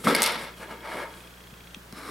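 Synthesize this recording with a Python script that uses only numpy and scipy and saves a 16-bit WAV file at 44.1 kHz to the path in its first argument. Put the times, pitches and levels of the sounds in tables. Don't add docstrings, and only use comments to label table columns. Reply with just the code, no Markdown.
import sys
import numpy as np
from scipy import signal
from scipy.fft import rfft, irfft, next_fast_len
from scipy.io import wavfile

SR = 44100
rng = np.random.default_rng(int(sys.argv[2]) if len(sys.argv) > 2 else 0)


def pcm_store(signal):
    levels = np.round(np.clip(np.atleast_2d(signal), -1, 1) * 32767)
    wavfile.write(sys.argv[1], SR, levels.astype(np.int16).T)


N = 92830

# frequency in Hz, width in Hz, lift in dB.
BOX_RESONANCES = [(202, 23, 4.5), (318, 92, 6), (464, 57, 6.5), (630, 41, 7), (915, 83, 10), (1257, 38, 6),
                  (1654, 21, 13.5), (2200, 250, 7), (2920, 34, 15), (3250, 83, 7.5)]
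# frequency in Hz, side over mid in dB.
BOX_WIDTH = [(100, -33), (500, -32), (4500, -13.5), (9000, -17), (14000, -101)]


def amp(db):
    return 10 ** (np.asarray(db) / 20)


def unit(x):
    return x / np.sqrt(np.mean(x ** 2) + 1e-20)


def along(points, hz):
    freqs, values = np.transpose(points)
    return np.interp(np.log(hz + 1), np.log(freqs + 1), values)


def lifts(modes, hz):
    return sum(db / (1 + (2 * (hz - centre) / width) ** 2) for centre, width, db in modes)


def coloured(x, db_of_hz):
    size = 2 * next_fast_len(x.shape[-1] + 4096)
    gain = amp(db_of_hz(np.fft.rfftfreq(size, 1 / SR)))
    cepstrum = irfft(np.log(np.maximum(gain, 1e-6)))
    cepstrum[1:size // 2] *= 2
    cepstrum[size // 2 + 1:] = 0
    return irfft(rfft(x, size) * np.exp(rfft(cepstrum)), size)[..., :x.shape[-1]]


def band_pass(x, low_hz, high_hz, order=16):
    size = next_fast_len(N + SR // 10)
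    hz = np.fft.rfftfreq(size, 1 / SR) + 1
    attenuation = (1 + (low_hz / hz) ** order) * (1 + (hz / high_hz) ** order)
    return irfft(rfft(x, size) / attenuation, size)[..., :N]


def widened(pair, width):
    side = coloured(pair[1], lambda hz: along(width, hz))
    return pair[0] + np.array([side, -side])


def ring(modes, t):
    return sum(amp(db - 60 * t / t60) * np.sin(2 * np.pi * hz * t) for hz, db, t60 in modes)


def add(track, start_s, sound):
    part = track[int(start_s * SR):][:len(sound)]
    part += sound[:len(part)]


def impacts(blows, modes, rise_s=0.00005):
    track, t = np.zeros(N), np.arange(SR // 3) / SR
    for start_s, db in blows:
        add(track, start_s, amp(db) * ring(modes, t) * (1 - np.exp(-t / rise_s)))
    return track


def scrape(stroke, modes, slips_per_s=2600, slip_spread_db=3.5, smooth_share=0.54, fade_s=0.01):
    # frequency in Hz, spectral level in dB.
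    grain = [(100, -21), (170, -1), (500, 1.5), (760, -4.5), (1200, -2), (2250, -8), (2550, -13.5),
             (3700, -14.5), (5600, -18), (6300, -28), (8500, -23), (11500, -23.5), (13000, -33),
             (16000, -37)]
    # lower edge in Hz, upper edge in Hz.
    bands = [(550, 2500), (135, 550), (2500, 6300), (6300, 16000)]
    shape, t = (2, N), np.arange(N) / SR
    slips = (rng.random(shape) < slips_per_s / SR) * rng.choice([-1, 1], shape)
    slips = slips * amp(slip_spread_db * rng.standard_normal(shape))
    force = np.sqrt(1 - smooth_share) * unit(slips) + np.sqrt(smooth_share) * rng.standard_normal(shape)
    wood = coloured(force, lambda hz: along(grain, hz) + lifts(modes, hz))
    times, *band_levels = np.transpose(stroke)
    moving = np.interp(t, [times[0] - fade_s, times[0], times[-1], times[-1] + fade_s], [0, 1, 1, 0])
    gains = moving * amp([np.interp(t, times, db) for db in band_levels])
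    rubbing = sum(gain * unit(band_pass(wood, *edges)) for gain, edges in zip(gains, bands))
    return widened(rubbing, BOX_WIDTH)


def workshop(air_db=-51):
    # frequency in Hz, rms level in dB.
    harmonics = [(59.2, -56), (118.4, -61.5), (177.6, -58.5)]
    # frequency in Hz, spectral level in dB.
    air_spectrum = [(25, -2.5), (70, -5), (100, 2), (450, 1.5), (750, -4.5), (1500, -1.5), (2150, -8),
                    (4500, -12), (7000, -14), (15500, -16)]
    # frequency in Hz, side over mid in dB.
    air_width = [(60, -20.5), (900, -3), (4000, -1.5), (15000, -23)]
    t = np.arange(N) / SR
    hum = sum(np.sqrt(2) * amp(db) * np.sin(2 * np.pi * (hz * t + rng.random())) for hz, db in harmonics)
    air = unit(coloured(rng.standard_normal((2, N)), lambda hz: along(air_spectrum, hz)))
    return hum + amp(air_db) * widened(air, air_width)


def shove():
    # time in seconds, then scrape, rumble, rasp and treble levels in dB.
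    stroke = [(0.005, -50.5, -46.5, -57, -49.5), (0.032, -60, -50, -58, -54),
              (0.046, -39.5, -40.5, -37.5, -39), (0.066, -30, -25.5, -41.5, -39.5),
              (0.082, -24.5, -27, -30.5, -35.5), (0.11, -25.5, -24.5, -34.5, -38.5),
              (0.14, -31.5, -28.5, -39.5, -45.5), (0.18, -28.5, -32, -31.5, -41),
              (0.212, -29.5, -31, -34.5, -45.5), (0.245, -32, -44.5, -30.5, -36.5),
              (0.285, -28, -38, -30.5, -39.5), (0.375, -37, -43.5, -42, -52.5),
              (0.435, -39.5, -45.5, -45.5, -47), (0.485, -42.5, -55, -49.5, -61),
              (0.55, -60, -54, -65, -76)]
    # frequency in Hz, width in Hz, lift in dB.
    pressed_modes = [(226, 20, 6), (473, 24, 9.5), (910, 87, 5), (1324, 59, 6.5), (1636, 24, 8),
                     (2114, 350, 8.5), (3500, 690, 2)]
    return scrape(stroke, pressed_modes)


def edge_clicks(rise_s=0.000048):
    # start in seconds,
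    # level in dB, 60 dB decay time in seconds, centre in Hz, width in octaves.
    contacts = [(0.04, -23.5, 0.008, 1340, 0.18), (0.1496, -15.5, 0.014, 3880, 2.2),
                (0.1495, -21, 0.034, 10900, 0.34), (0.1633, -21.5, 0.016, 9000, 2.3),
                (0.2044, -23, 0.0059, 9500, 1.2), (0.2203, -4, 0.0062, 7000, 1),
                (0.224, -25, 0.07, 8400, 0.75), (0.2312, -8.5, 0.006, 11100, 0.78),
                (0.2388, -17, 0.021, 9500, 1.5), (0.2609, -18.5, 0.037, 5060, 1.3),
                (0.2652, -23, 0.0046, 11000, 1.2), (0.2756, -21, 0.0089, 8600, 0.91),
                (0.3215, -27, 0.006, 10000, 1.3), (1.9253, -35, 0.0094, 5000, 1.7)]
    # frequency in Hz, gain in dB.
    spectrum = [(150, -42), (500, 17), (2200, -2), (5400, 2.5), (6500, -5), (8800, -0.5), (12300, -0.5),
                (13300, -9), (16000, -12)]
    track, t = np.zeros(N), np.arange(SR // 10) / SR
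    for start_s, db, t60, centre_hz, octaves in contacts:
        def colour(hz):
            detuning = np.log2((hz + 1) / centre_hz) / octaves
            return along(spectrum, hz) + lifts(BOX_RESONANCES, hz) - 20 * np.log10(1 + detuning ** 2)
        noise = rng.choice([-1., 1.], len(t))
        crack = noise * amp(-60 * t / t60) * (1 - np.exp(-t / rise_s))
        add(track, start_s, amp(db) * coloured(crack, colour) / coloured(noise, colour).std())
    return track


def finger_bumps(rise_s=0.0031, t60_s=0.028):
    # start in seconds, level in dB, frequency in Hz.
    touches = [(0.042, -17, 150), (0.065, -8, 154), (0.384, -30, 175), (0.424, -26, 175),
               (0.596, -28.5, 175), (0.744, -30, 188), (1.526, -27, 168), (1.767, -26.5, 213),
               (1.926, -23.5, 200)]
    return sum(impacts([(start_s, db)], [(hz, 0, t60_s)], rise_s) for start_s, db, hz in touches)


def box_knocks():
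    # start in seconds, level in dB.
    blows = [(0.0714, -12.5), (0.708, -42)]
    # frequency in Hz, level in dB, 60 dB decay time in seconds.
    modes = [(217.2, -8, 0.2), (281, -12, 0.24), (630, -26, 0.13), (1182, 2, 0.033), (1380, -13, 0.015),
             (1290, -6, 0.14)]
    return impacts(blows, modes)


def lid_claps():
    # start in seconds, level in dB.
    blows = [(0.149, -17), (0.1536, -20), (0.187, -32), (0.2016, -37), (0.2385, -29), (0.2616, -26),
             (0.636, -55)]
    # frequency in Hz, level in dB, 60 dB decay time in seconds.
    modes = [(1643, -17, 0.074), (2204, -0.5, 0.04), (4320, 0, 0.013), (4686, 1, .016)]
    return impacts(blows, modes)


def ticking(first_s=0.5375, period_s=0.03335, count=36, strong_db=-45.5, weak_db=-49, rattle_db=-58):
    # frequency in Hz, level in dB, 60 dB decay time in seconds.
    tick_modes = [(2540, -4.5, 0.029), (2760, 1, 0.0097), (3303, 2, 0.018), (3830, -6, 0.0045)]
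    rattle_modes = [(3260, 0, 0.017)]
    tick_swell_s, rattle_swell_s = 0.0012, 0.0048
    track, t = np.zeros(N), np.arange(SR // 30) / SR
    for k in range(count):
        tick = (weak_db if k % 2 else strong_db, tick_swell_s, tick_modes)
        rattle = (rattle_db, rattle_swell_s, rattle_modes)
        for db, swell_s, modes in (tick, rattle):
            rasp = rng.standard_normal(len(t)) * t / swell_s * np.exp(1 - t / swell_s)
            ringing = signal.fftconvolve(rasp, ring(modes, t))
            ringing *= np.linalg.norm(rasp) / np.linalg.norm(ringing)
            add(track, first_s + k * period_s, amp(db) * ringing)
    return track


def soft_slides():
    # time in seconds, then scrape, rumble, rasp and treble levels in dB.
    stroke = [(0.569, -58, -64, -59, -59), (0.632, -39, -44.5, -51, -55), (0.672, -50, -50, -64, -70),
              (0.712, -40, -43, -50, -56), (0.803, -53.5, -54.5, -70, -80), (0.853, -38.5, -54, -50.5, -60),
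              (0.96, -35.5, -40, -48, -51), (1.03, -33.5, -43.5, -48.5, -54.5),
              (1.074, -46, -50.5, -62, -67), (1.18, -53, -52.5, -58.5, -56.5), (1.281, -59, -62, -61, -66)]
    return scrape(stroke, BOX_RESONANCES)


def catch_snap():
    # start in seconds, level in dB.
    blows = [(1.7452, -34), (1.7468, -30)]
    # frequency in Hz, level in dB, 60 dB decay time in seconds.
    modes = [(2800, -2.5, 0.014), (3320, 3, 0.0092), (5700, -4, 0.0066), (8400, -9, .005)]
    return impacts(blows, modes)


def lid_slide():
    # time in seconds, then scrape, rumble, rasp and treble levels in dB.
    stroke = [(1.936, -54, -49, -62, -62), (1.944, -54, -59, -59, -67), (1.98, -43, -44, -49.5, -52),
              (2.004, -45, -52, -54.5, -56), (2.1, -40.5, -38.5, -49, -52)]
    # frequency in Hz, width in Hz, lift in dB.
    modes = [(300, 85, 13), (1230, 390, 8.8), (1594, 13, 16), (2220, 530, 7.1), (4040, 580, 7.6),
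             (5350, 810, 8.4)]
    return scrape(stroke, modes)


def room(x, level_db=-15):
    # frequency in Hz, reverberation time in seconds.
    decay_times = [(200, 0.028), (2000, 0.42), (10000, 0.021)]
    hz, t, spectra = signal.stft(rng.standard_normal((2, SR // 3)), SR, nperseg=256)
    decay = amp(-60 * t / along(decay_times, hz)[:, None])
    _, tail = signal.istft(spectra * decay, SR, nperseg=256)
    return amp(level_db) * signal.fftconvolve(x, tail / np.linalg.norm(tail[0]), axes=1)[:, :N]


def scene(pan_db=0.4, bass_cutoff_hz=140):
    rubbing = shove() + soft_slides() + lid_slide()
    clicks = widened([edge_clicks(), edge_clicks()], BOX_WIDTH)
    blows = finger_bumps() + box_knocks() + lid_claps() + catch_snap()
    low_cut = signal.butter(4, bass_cutoff_hz, "highpass", fs=SR, output="sos")
    box = rubbing + clicks + signal.sosfilt(low_cut, blows)
    return (box + room(box)) * amp([[pan_db], [-pan_db]]) + ticking() + workshop()


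def record(dry, ceiling=0.72, top_hz=15900):
    rounded = dry / (1 + np.abs(dry / ceiling) ** 6) ** (1 / 6)
    size = next_fast_len(N + SR // 2)
    in_band = np.fft.rfftfreq(size, 1 / SR) < top_hz
    return irfft(rfft(rounded, size) * in_band, size)[:, :N]


dry = scene()
out = record(dry)
pcm_store(out)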